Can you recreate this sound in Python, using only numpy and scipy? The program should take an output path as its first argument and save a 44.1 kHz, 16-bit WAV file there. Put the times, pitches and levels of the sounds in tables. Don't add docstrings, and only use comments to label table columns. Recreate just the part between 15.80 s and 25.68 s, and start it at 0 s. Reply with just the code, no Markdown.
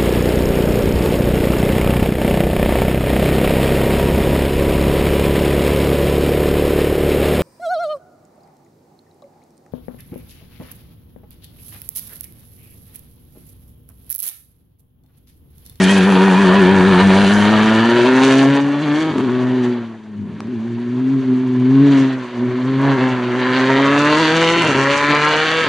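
import sys
import numpy as np
from scipy import signal
from scipy.fft import rfft, irfft, next_fast_len
from scipy.io import wavfile
from scipy.ndimage import uniform_filter1d

SR = 44100
rng = np.random.default_rng(int(sys.argv[2]) if len(sys.argv) > 2 else 0)


def wav_out(sig):
    wavfile.write(sys.argv[1], SR, np.round(np.clip(np.atleast_2d(sig).T, -1, 1) * 32767).astype(np.int16))


N = 435708
TIME = np.arange(N) / SR
PADDED = next_fast_len(N + SR // 2)
BINS_HZ = np.maximum(np.fft.rfftfreq(PADDED, 1 / SR), 1)
REFERENCE_DB, REFERENCE_HZ = -20, 130


def firing_rate():
    # t/s, firing rate/Hz
    revs = [(0.0, 96.5), (1.2, 94), (1.88, 109.8), (2.25, 123.2), (2.39, 132), (2.56, 135), (2.88, 141),
            (3.1, 146.4), (3.29, 159), (3.38, 125.5), (3.74, 127.8), (4.44, 101.4), (4.7, 112), (5.1, 122),
            (5.33, 135), (5.55, 127.7), (5.84, 126.4), (6.04, 142), (6.2, 134.5), (6.36, 131.2), (6.5, 120),
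            (6.72, 124), (7.07, 138), (7.45, 121.5), (7.93, 133.5), (8.8, 171.6), (8.92, 133.6),
            (9.83, 162.7), (9.88, 140)]
    # t/s, change of rate/Hz, half-width/s
    wheel_slips = [(3.032, 11.5, .02), (3.209, 6, .035), (3.436, 9, .02), (3.493, -7, 0.021),
                   (4.713, 12.5, .04), (4.799, -7, .02), (7.189, -8.5, .03), (8.411, 7.5, .02),
                   (8.88, 12, .015)]
    shunt_hz = 3.4 * np.clip((2.0 - TIME) / .9, 0, 1)
    shunt = shunt_hz * np.cos(2 * np.pi * (TIME - .772) / .159)
    slips = sum(change * bump(s, half_s) for s, change, half_s in wheel_slips)
    return in_time(revs)[0] + shunt + slips + drift(12)


def exhaust_levels():
    # t/s, level/dB
    boom_curve = [(0.0, -12), (1.27, -12), (2.05, -13.5), (2.64, -10.5), (3.05, -20), (3.1, -15),
                  (3.33, -20.5), (3.42, -17.5), (3.88, -15.6), (4.22, -39), (4.41, -25), (4.61, -32),
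                  (4.7, -23.5), (5.04, -22.5), (5.31, -14.5), (5.68, -17.5), (6.01, -8), (6.22, -11),
                  (6.5, -33.5), (6.63, -15.6), (6.71, -20.5), (7.11, -13.5), (7.41, -21), (7.98, -14.5),
                  (9.31, -22.5), (9.88, -29)]
    # t/s, level/dB
    bark_curve = [(0.0, -20), (0.76, -18), (2.42, -18), (2.78, -22.5), (2.96, -28), (3.19, -23),
                  (3.31, -28.5), (3.86, -30), (4.2, -44.5), (4.44, -47), (4.58, -41.5), (5.82, -35.5),
                  (6.18, -26), (6.5, -34.5), (6.96, -30), (7.1, -21), (7.46, -27.5), (7.67, -20),
                  (8.34, -17.5), (8.85, -19), (9.32, -16.5), (9.88, -18)]
    # t/s, half-width/s, boom gain/dB, bark gain/dB
    accents = [(1.202, 0.022, -1, 2), (1.272, 0.044, 3, -1.5), (2.843, .05, -0.5, -3.5), (5.43, .03, -6, 2),
               (5.524, 0.041, 3.5, 1), (7.17, 0.03, -3.5, -2), (7.238, 0.04, 2.5, 2.5),
               (9.188, 0.038, -6, -2), (9.31, 0.022, 6.5, 0.5), (6.4, 0.073, -0.5, -1),
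               (2.765, 0.028, -0.5, 2.5), (8.957, 0.064, 4.5, 0)]
    boom_db = in_time(boom_curve)[0] + sum(db * bump(s, half_s) for s, half_s, db, _ in accents)
    bark_db = in_time(bark_curve)[0] + sum(db * bump(s, half_s) for s, half_s, _, db in accents)
    return boom_db, bark_db


def throttle_cut():
    # t/s, half-width/s, depth (0-1)
    cuts = [(3.37, 0.084, 1), (4.557, 0.14, 1), (8.877, 0.13, 0.7), (9.86, 0.049, 0.93)]
    return np.clip(sum(depth * bump(s, half_s) for s, half_s, depth in cuts), 0, 1)


def order_gains(rate, boom_db, bark_db):
    # near weight/dB, far weight/dB, dB gained per dB of bark above boom
    weights = [(-6.5, 4, 0.36), (1, 1.5, 0.52), (-7, -4.5, 0.92)]
    # f/Hz, gain/dB
    silencer = [(90, -17), (105, -8), (130, -14.5), (160, -8.5), (195, 2), (265, -3), (300, -5.5),
                (360, 5.5), (410, -3), (445, -7), (500, 2)]
    # f/Hz, level re bark/dB
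    fourth_response = [(380, -3.5), (440, -9.5), (500, -13), (570, -5.5), (680, -14.5)]
    # t/s, order, gain/dB, half-width/s
    swells = [(.45, 1, -11, 0.14), (.8, 4, 7, .2), (1.3, 1, 4.5, 0.31), (2.21, 2, -9.5, 0.078),
              (3.044, 3, -7.5, 0.27), (3.526, 2, -5, 0.11), (5.332, 3, -8.5, 0.13), (6.25, 3, -6.5, .25),
              (6.723, 2, -10, .04), (7.1, 1, 5.5, 0.26), (8.05, 1, -6, .3), (5.3, 4, -7.5, .7),
              (8.0, 2, 0.5, .3), (9.128, 4, 5, 0.054), (9.697, 4, -8.5, 0.48), (9.82, 2, 1, .16)]

    def wavering_db(k):
        swell_db = sum(db * bump(s, half_s) for s, order, db, half_s in swells if order == k)
        return 2 * drift(7) + swell_db

    gains = []
    for k, (near_db, far_db, lean) in enumerate(weights, 1):
        weight_db = receding(near_db, far_db) + lean * (bark_db - boom_db)
        silencer_db = np.interp(k * rate, *np.transpose(silencer))
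        gains.append(from_db(weight_db + silencer_db + wavering_db(k)))
    scale = from_db(boom_db) / np.sqrt(sum(g * g for g in gains))
    fourth_db = bark_db + np.interp(4 * rate, *np.transpose(fourth_response)) + wavering_db(4)
    return [scale * g for g in gains] + [from_db(fourth_db)]


def boom(cycles, gains):
    depth = throttle_cut()
    strength = (1 + .5 * depth * drift(43)) / np.sqrt(1 + (.5 * depth) ** 2)
    phase = 2 * np.pi * (cycles + .08 * depth * drift(43))
    orders = sum(gain * np.sin(k * phase + np.pi / 2 * k) for k, gain in enumerate(gains, 1))
    note = np.sqrt(2) * from_db(0.6) * strength * orders
    return split(note, [76])[0]


def burble(cycles, boom_db, bark_db):
    # f/Hz, relative level/dB
    spectrum = [(60, -59.5), (110, -8.5), (170, -6.5), (240, 1), (330, 0.5), (410, 2), (500, -22),
                (800, -54)]
    uneven = np.sin(np.pi * cycles) ** 2 * noise()
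    db = -16 + 0.53 * boom_db + 0.26 * bark_db + 6.5 * throttle_cut()
    return from_db(db) * unit_rms(colour(uneven, spectrum_db(spectrum)))


def blast(cycles, levels_db, shares):
    edges_hz = [480, 1200, 2200, 5200]
    # f/Hz, gain/dB
    turbulence = [(500, 3), (1000, 0.5), (2000, 6), (4500, 5.5)]
    body_share, sizzle_share = shares
    rush = unit_rms(noise() * (1 + 0.14 * np.exp(-3.5 * (cycles % 1))))
    shocks = firings(cycles, uneven_db=1.5, jitter_s=.00006)
    shocks = unit_rms(shocks + from_db(-1) * scatter(shocks, t60=0.027, delay_s=0.000065))
    gas = colour(rush, spectrum_db(turbulence))
    body = np.sqrt(body_share) * shocks + np.sqrt(1 - body_share) * gas
    body = tailpipe(body + from_db(-6) * hillside(body))
    cracks = unit_rms(firings(cycles, uneven_db=4.3, jitter_s=.00005))
    sizzle = tailpipe(np.sqrt(sizzle_share) * cracks + np.sqrt(1 - sizzle_share) * rush)
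    registers = split(body, edges_hz)[:-1] + split(sizzle, edges_hz[-1:])
    whole = sum(from_db(db) * unit_rms(part) for db, part in zip(levels_db, registers))
    return without_order(whole, cycles, order=4)


def firings(cycles, uneven_db, jitter_s, count=1600):
    cylinder_db = [0.97, -0.61, -0.08, -0.35]
    timing, strength = rng.standard_normal((count, 2)).T
    k = np.arange(count)
    at = np.interp(k, cycles, np.arange(N)) + jitter_s * SR * timing
    sizes = from_db(np.resize(cylinder_db, count) + uneven_db * strength)
    return clicks(at, sizes * (k < cycles[-1]) * (k > 0))


def register_levels(rate, bark_db):
    # near offset/dB, far offset/dB, dB per dB of bark, flicker/dB
    registers = [(-2.5, -3.5, 1.19, 2.05), (-5, -3.5, 1.22, 1.17), (-10, -9, 1, 1.56),
                 (-24.5, -24.5, 0.86, 2.0)]
    # t/s, tilt per register/dB
    tilt = [(0, 1.5), (1.0, -0.05), (2.0, 0.44), (3.0, -1.1), (4.3, -2.7), (5.4, -1.1), (7.1, -2.8),
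            (8.2, -.3), (9.1, .5), (9.88, 0.5)]
    tilt_db = in_time(tilt)[0]
    levels = []
    for k, (near_db, far_db, follows, flicker_db) in enumerate(registers):
        steady_db = REFERENCE_DB + receding(near_db, far_db) + follows * (bark_db - REFERENCE_DB)
        levels.append(steady_db + flicker_db * drift(17.2) + (k - 1) * tilt_db)
    bark, snarl, rasp, sizzle = levels
    bright_db = 0.0956 * np.maximum(rate - REFERENCE_HZ, 0)
    splash_db = tyre_spray_db()
    return bark, snarl, rasp + bright_db + 0.41 * splash_db, sizzle + bright_db + splash_db


def shock_shares(rate, bark_db):
    body_db = 5.5 + 0.5 * (bark_db - REFERENCE_DB) + 0.11 * (rate - REFERENCE_HZ)
    sizzle_db = body_db - 11 + 0.43 * tyre_spray_db()
    return [1 / (1 + from_db(-db) ** 2) for db in (body_db, sizzle_db)]


def tailpipe(x):
    # f/Hz, gain/dB
    near_response = [(260, -36), (450, 14), (514, -5.5), (565, -3), (709, -5), (821, -4), (939, -5),
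                     (1190, -6.5), (1760, -0.5), (2040, -12.5), (3170, -12), (4610, -20.5), (5200, -33),
                     (6110, -38.5), (11000, -51), (14300, -75.5), (22000, -120)]
    far_response = [(260, -52.5), (450, 5), (565, -5.5), (768, -10), (1000, -2), (1190, -7.5), (1350, -0.5),
                    (1860, -4.5), (2530, -8), (2740, -9), (4490, -18), (5200, -22), (5640, -27.5),
                    (6620, -29.5), (11000, -53), (14300, -83), (22000, -120)]
    # f/Hz, bandwidth/Hz, gain/dB
    near_modes = [(963, 26, 7.5), (1103, 100, 2.5), (1773, 450, -1.5), (2106, 160, -3.5), (2210, 180, 5),
                  (5240, 260, -9)]
    far_modes = [(1033, 34, 2.5), (1200, 120, -0.5), (1460, 280, -2.5), (1836, 100, 2), (2580, 170, -7.5),
                 (2684, 81, 5), (4560, 380, 1.5), (5170, 200, -19.5)]
    near = colour(x, spectrum_db(near_response) + resonances_db(near_modes))
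    far = colour(x, spectrum_db(far_response) + resonances_db(far_modes))
    away = receding(0, 0.93)
    return (1 - away) * near + away * far


def pops():
    # t/s, relative level/dB
    backfires = [(3.383, -7), (3.409, -16), (4.605, -9), (4.673, -26), (8.822, 3), (8.848, -1)]
    s, db = np.transpose(backfires)
    bangs = clicks(s * SR, from_db(db))
    ringing = bangs + from_db(-8) * scatter(bangs, t60=0.0044, delay_s=0.00011)
    return 7.5 * band(band(ringing, 650, 1240, order=1), 300, 9000, order=1)


def whine(cycles):
    # multiple of the firing rate, relative level/dB
    howl = [(10, 0), (10.3, -10)]
    squeal = [(19.4, 0), (25.6, -1), (32.8, -6)]
    # t/s, half-width/s, howl level/dB, squeal level/dB
    bouts = [(0.077, 0.077, -41, -28), (0.54, 0.24, -24, -35), (.88, 0.17, -24, -36.5),
             (1.203, .035, -21, -45)]
    out = 0
    for k, partials in enumerate([howl, squeal]):
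        envelope = sum(from_db(levels_db[k]) * bump(s, half_s) for s, half_s, *levels_db in bouts)
        for order, db in partials:
            straying = cycles + np.cumsum(0.75 * drift(27.5)) / SR
            gain = envelope * from_db(db + 4 * drift(12))
            out = out + gain * np.sin(2 * np.pi * order * straying)
    return np.sqrt(2) * out


def turbo():
    # t/s, f/Hz, relative level/dB
    whistle_curve = [(0, 11300, -57), (.3, 10730, -45), (.6, 9400, -56), (.95, 8747, -54), (1.2, 8500, -47),
                     (1.45, 9360, -47), (1.62, 10710, -47), (1.9, 11390, -83)]
    # t/s, level/dB
    chuffs = [(0.039, -26), (.112, -26.5), (.18, -30)]
    hz, db = in_time(whistle_curve)
    airy = unit_rms(band(noise(), 10, 260, order=2))
    whistle = np.sqrt(2) * from_db(db - 3) * airy * np.sin(2 * np.pi * np.cumsum(hz) / SR)
    puffs = sum(from_db(peak_db) * bump(s, half_s=0.012) for s, peak_db in chuffs)
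    flutter = puffs * unit_rms(band(noise(), 2000, 15000, order=1))
    return whistle * (TIME < whistle_curve[-1][0]) + flutter


def tyre_spray_db():
    # t/s, half-width/s, sizzle gain/dB
    splashes = [(0.057, .14, 7.5), (1.425, 0.2, 4), (2.52, .14, 10), (3.189, 0.036, 3.5), (3.386, 0.025, 5),
                (3.841, 0.021, 8), (6.173, 0.081, 8.5), (8.606, 0.39, 3), (9.15, .05, 5.5)]
    return sum(db * np.exp(-((TIME - s) / half_s) ** 4) for s, half_s, db in splashes)


def rumble():
    # t/s, relative level/dB
    curve = [(0.0, -52), (0.19, -54), (1.24, -42.5), (2.61, -56), (2.89, -73), (3.44, -56), (3.49, -69),
             (3.8, -67.5), (7.84, -62), (8.06, -51), (8.67, -56), (8.83, -49), (9.8, -58), (9.88, -52)]
    # f/Hz, relative level/dB
    spectrum = [(15, -18.5), (30, -1.5), (50, 3), (80, 1), (140, 12), (300, -33)]
    return from_db(in_time(curve)[0] + 10.5) * unit_rms(colour(noise(), spectrum_db(spectrum)))


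def drops():
    # t/s, relative level/dB
    impacts = [(5.002, -38), (5.441, -47), (5.57, -38), (5.678, -35), (5.8, -33), (6.571, -42),
               (6.975, -44), (7.016, -28)]
    s, db = np.transpose(impacts)
    return 2 * band(clicks(s * SR, from_db(db)), 2500, 11000, order=1)


def hillside(x):
    return scatter(x, t60=.27, delay_s=.008)


def side_reflections(x):
    # f/Hz, side re mid/dB
    width = [(25, 0), (70, -12.5), (120, -14.5), (280, -26), (600, -19), (1200, -19), (2800, -15),
             (5500, -6.5), (10000, -6.5)]
    return colour(scatter(x, t60=0.18, delay_s=0.0014), spectrum_db(width))


def scatter(x, t60, delay_s, size=8192):
    blocks = np.pad(x, (size, 2 * size - N % size)).reshape(-1, size)
    window = np.sin(np.pi * np.arange(2 * size) / (2 * size))
    pieces = np.hstack([blocks[:-1], blocks[1:]]) * window
    t = TIME[:2 * size]
    decay = from_db(-60 * t / t60) * np.clip(t / delay_s - 1, 0, 1)
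    tails = rng.standard_normal(pieces.shape) * decay / np.linalg.norm(decay)
    out = np.zeros(2 * N)
    for k, echo in enumerate(signal.fftconvolve(pieces, tails, axes=1)):
        out[k * size:k * size + len(echo)] += echo
    return out[size:size + N]


def receding(near, far):
    span_s = [0.67, 9]
    return np.interp(TIME, span_s, [near, far])


def without_order(x, cycles, order, size=1500):
    phase = 2 * np.pi * order * cycles
    for carrier in (np.cos(phase), np.sin(phase)):
        x = x - 2 * carrier * smooth(x * carrier, size)
    return x


def colour(x, db):
    cepstrum = irfft(np.log(from_db(db)), PADDED)
    cepstrum[1:PADDED // 2] *= 2
    cepstrum[PADDED // 2 + 1:] = 0
    return irfft(rfft(x, PADDED) * np.exp(rfft(cepstrum)), PADDED)[..., :N]


def split(x, edges_hz):
    above = [1 / (1 + (hz / BINS_HZ) ** 20) for hz in edges_hz] + [0]
    spectrum = rfft(x, PADDED)
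    return [irfft(spectrum * (a - b), PADDED)[:N] for a, b in zip(above, above[1:])]


def band(x, low_hz, high_hz, order):
    sos = signal.butter(order, [low_hz, high_hz], "band", fs=SR, output="sos")
    return signal.sosfilt(sos, x + 1e-18)


def resonances_db(modes):
    return sum(db / (1 + (2 * (BINS_HZ - hz) / width) ** 2) for hz, width, db in modes)


def spectrum_db(points):
    hz, db = np.transpose(points)
    return np.interp(np.log(BINS_HZ), np.log(hz), db)


def in_time(rows):
    s, *columns = np.transpose(rows)
    return [np.interp(TIME, s, c) for c in columns]


def smooth(x, size):
    return uniform_filter1d(uniform_filter1d(x, size), size)


def unit_rms(x):
    return x / np.sqrt(np.maximum(smooth(x * x, 2600), 1e-14))


def clicks(at, sizes):
    at, out = np.clip(at, 0, N - 2), np.zeros(N)
    np.add.at(out, at.astype(int), sizes * (1 - at % 1))
    np.add.at(out, at.astype(int) + 1, sizes * (at % 1))
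    return out


def drift(cutoff_hz, hop=100):
    sos = signal.butter(2, cutoff_hz, fs=SR / hop, output="sos")
    slow = signal.sosfilt(sos, rng.standard_normal(N // hop + 2 * hop))[hop:]
    return np.interp(np.arange(N) / hop, np.arange(len(slow)), slow / slow.std())


def noise():
    return rng.standard_normal(N)


def bump(s, half_s):
    return np.exp(-((TIME - s) / half_s) ** 2)


def from_db(db):
    return 10 ** (np.asarray(db) / 20)


def scene():
    # t/s, left re right/dB
    bearing = [(0, 1.5), (4.3, 0.9), (6.5, -0.3), (8, 0), (9.88, 2.1)]
    rate = firing_rate()
    cycles = np.cumsum(rate) / SR
    boom_db, bark_db = exhaust_levels()
    low = boom(cycles, order_gains(rate, boom_db, bark_db))
    low = low + burble(cycles, boom_db, bark_db) + rumble()
    high = blast(cycles, register_levels(rate, bark_db), shock_shares(rate, bark_db))
    high = high + pops() + whine(cycles) + turbo()
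    left_right = np.array([[1], [-1]])
    pan = from_db(left_right * in_time(bearing)[0] / 2)
    return low * pan + high + left_right * side_reflections(low + high) + drops()


def record(dry):
    ceiling, cutoff_hz = .92, 11150
    rounded = dry / (1 + (dry / ceiling) ** 8) ** (1 / 8)
    return signal.sosfilt(signal.ellip(12, .1, 90, cutoff_hz, fs=SR, output="sos"), rounded)


dry = scene()
out = record(dry)
wav_out(out)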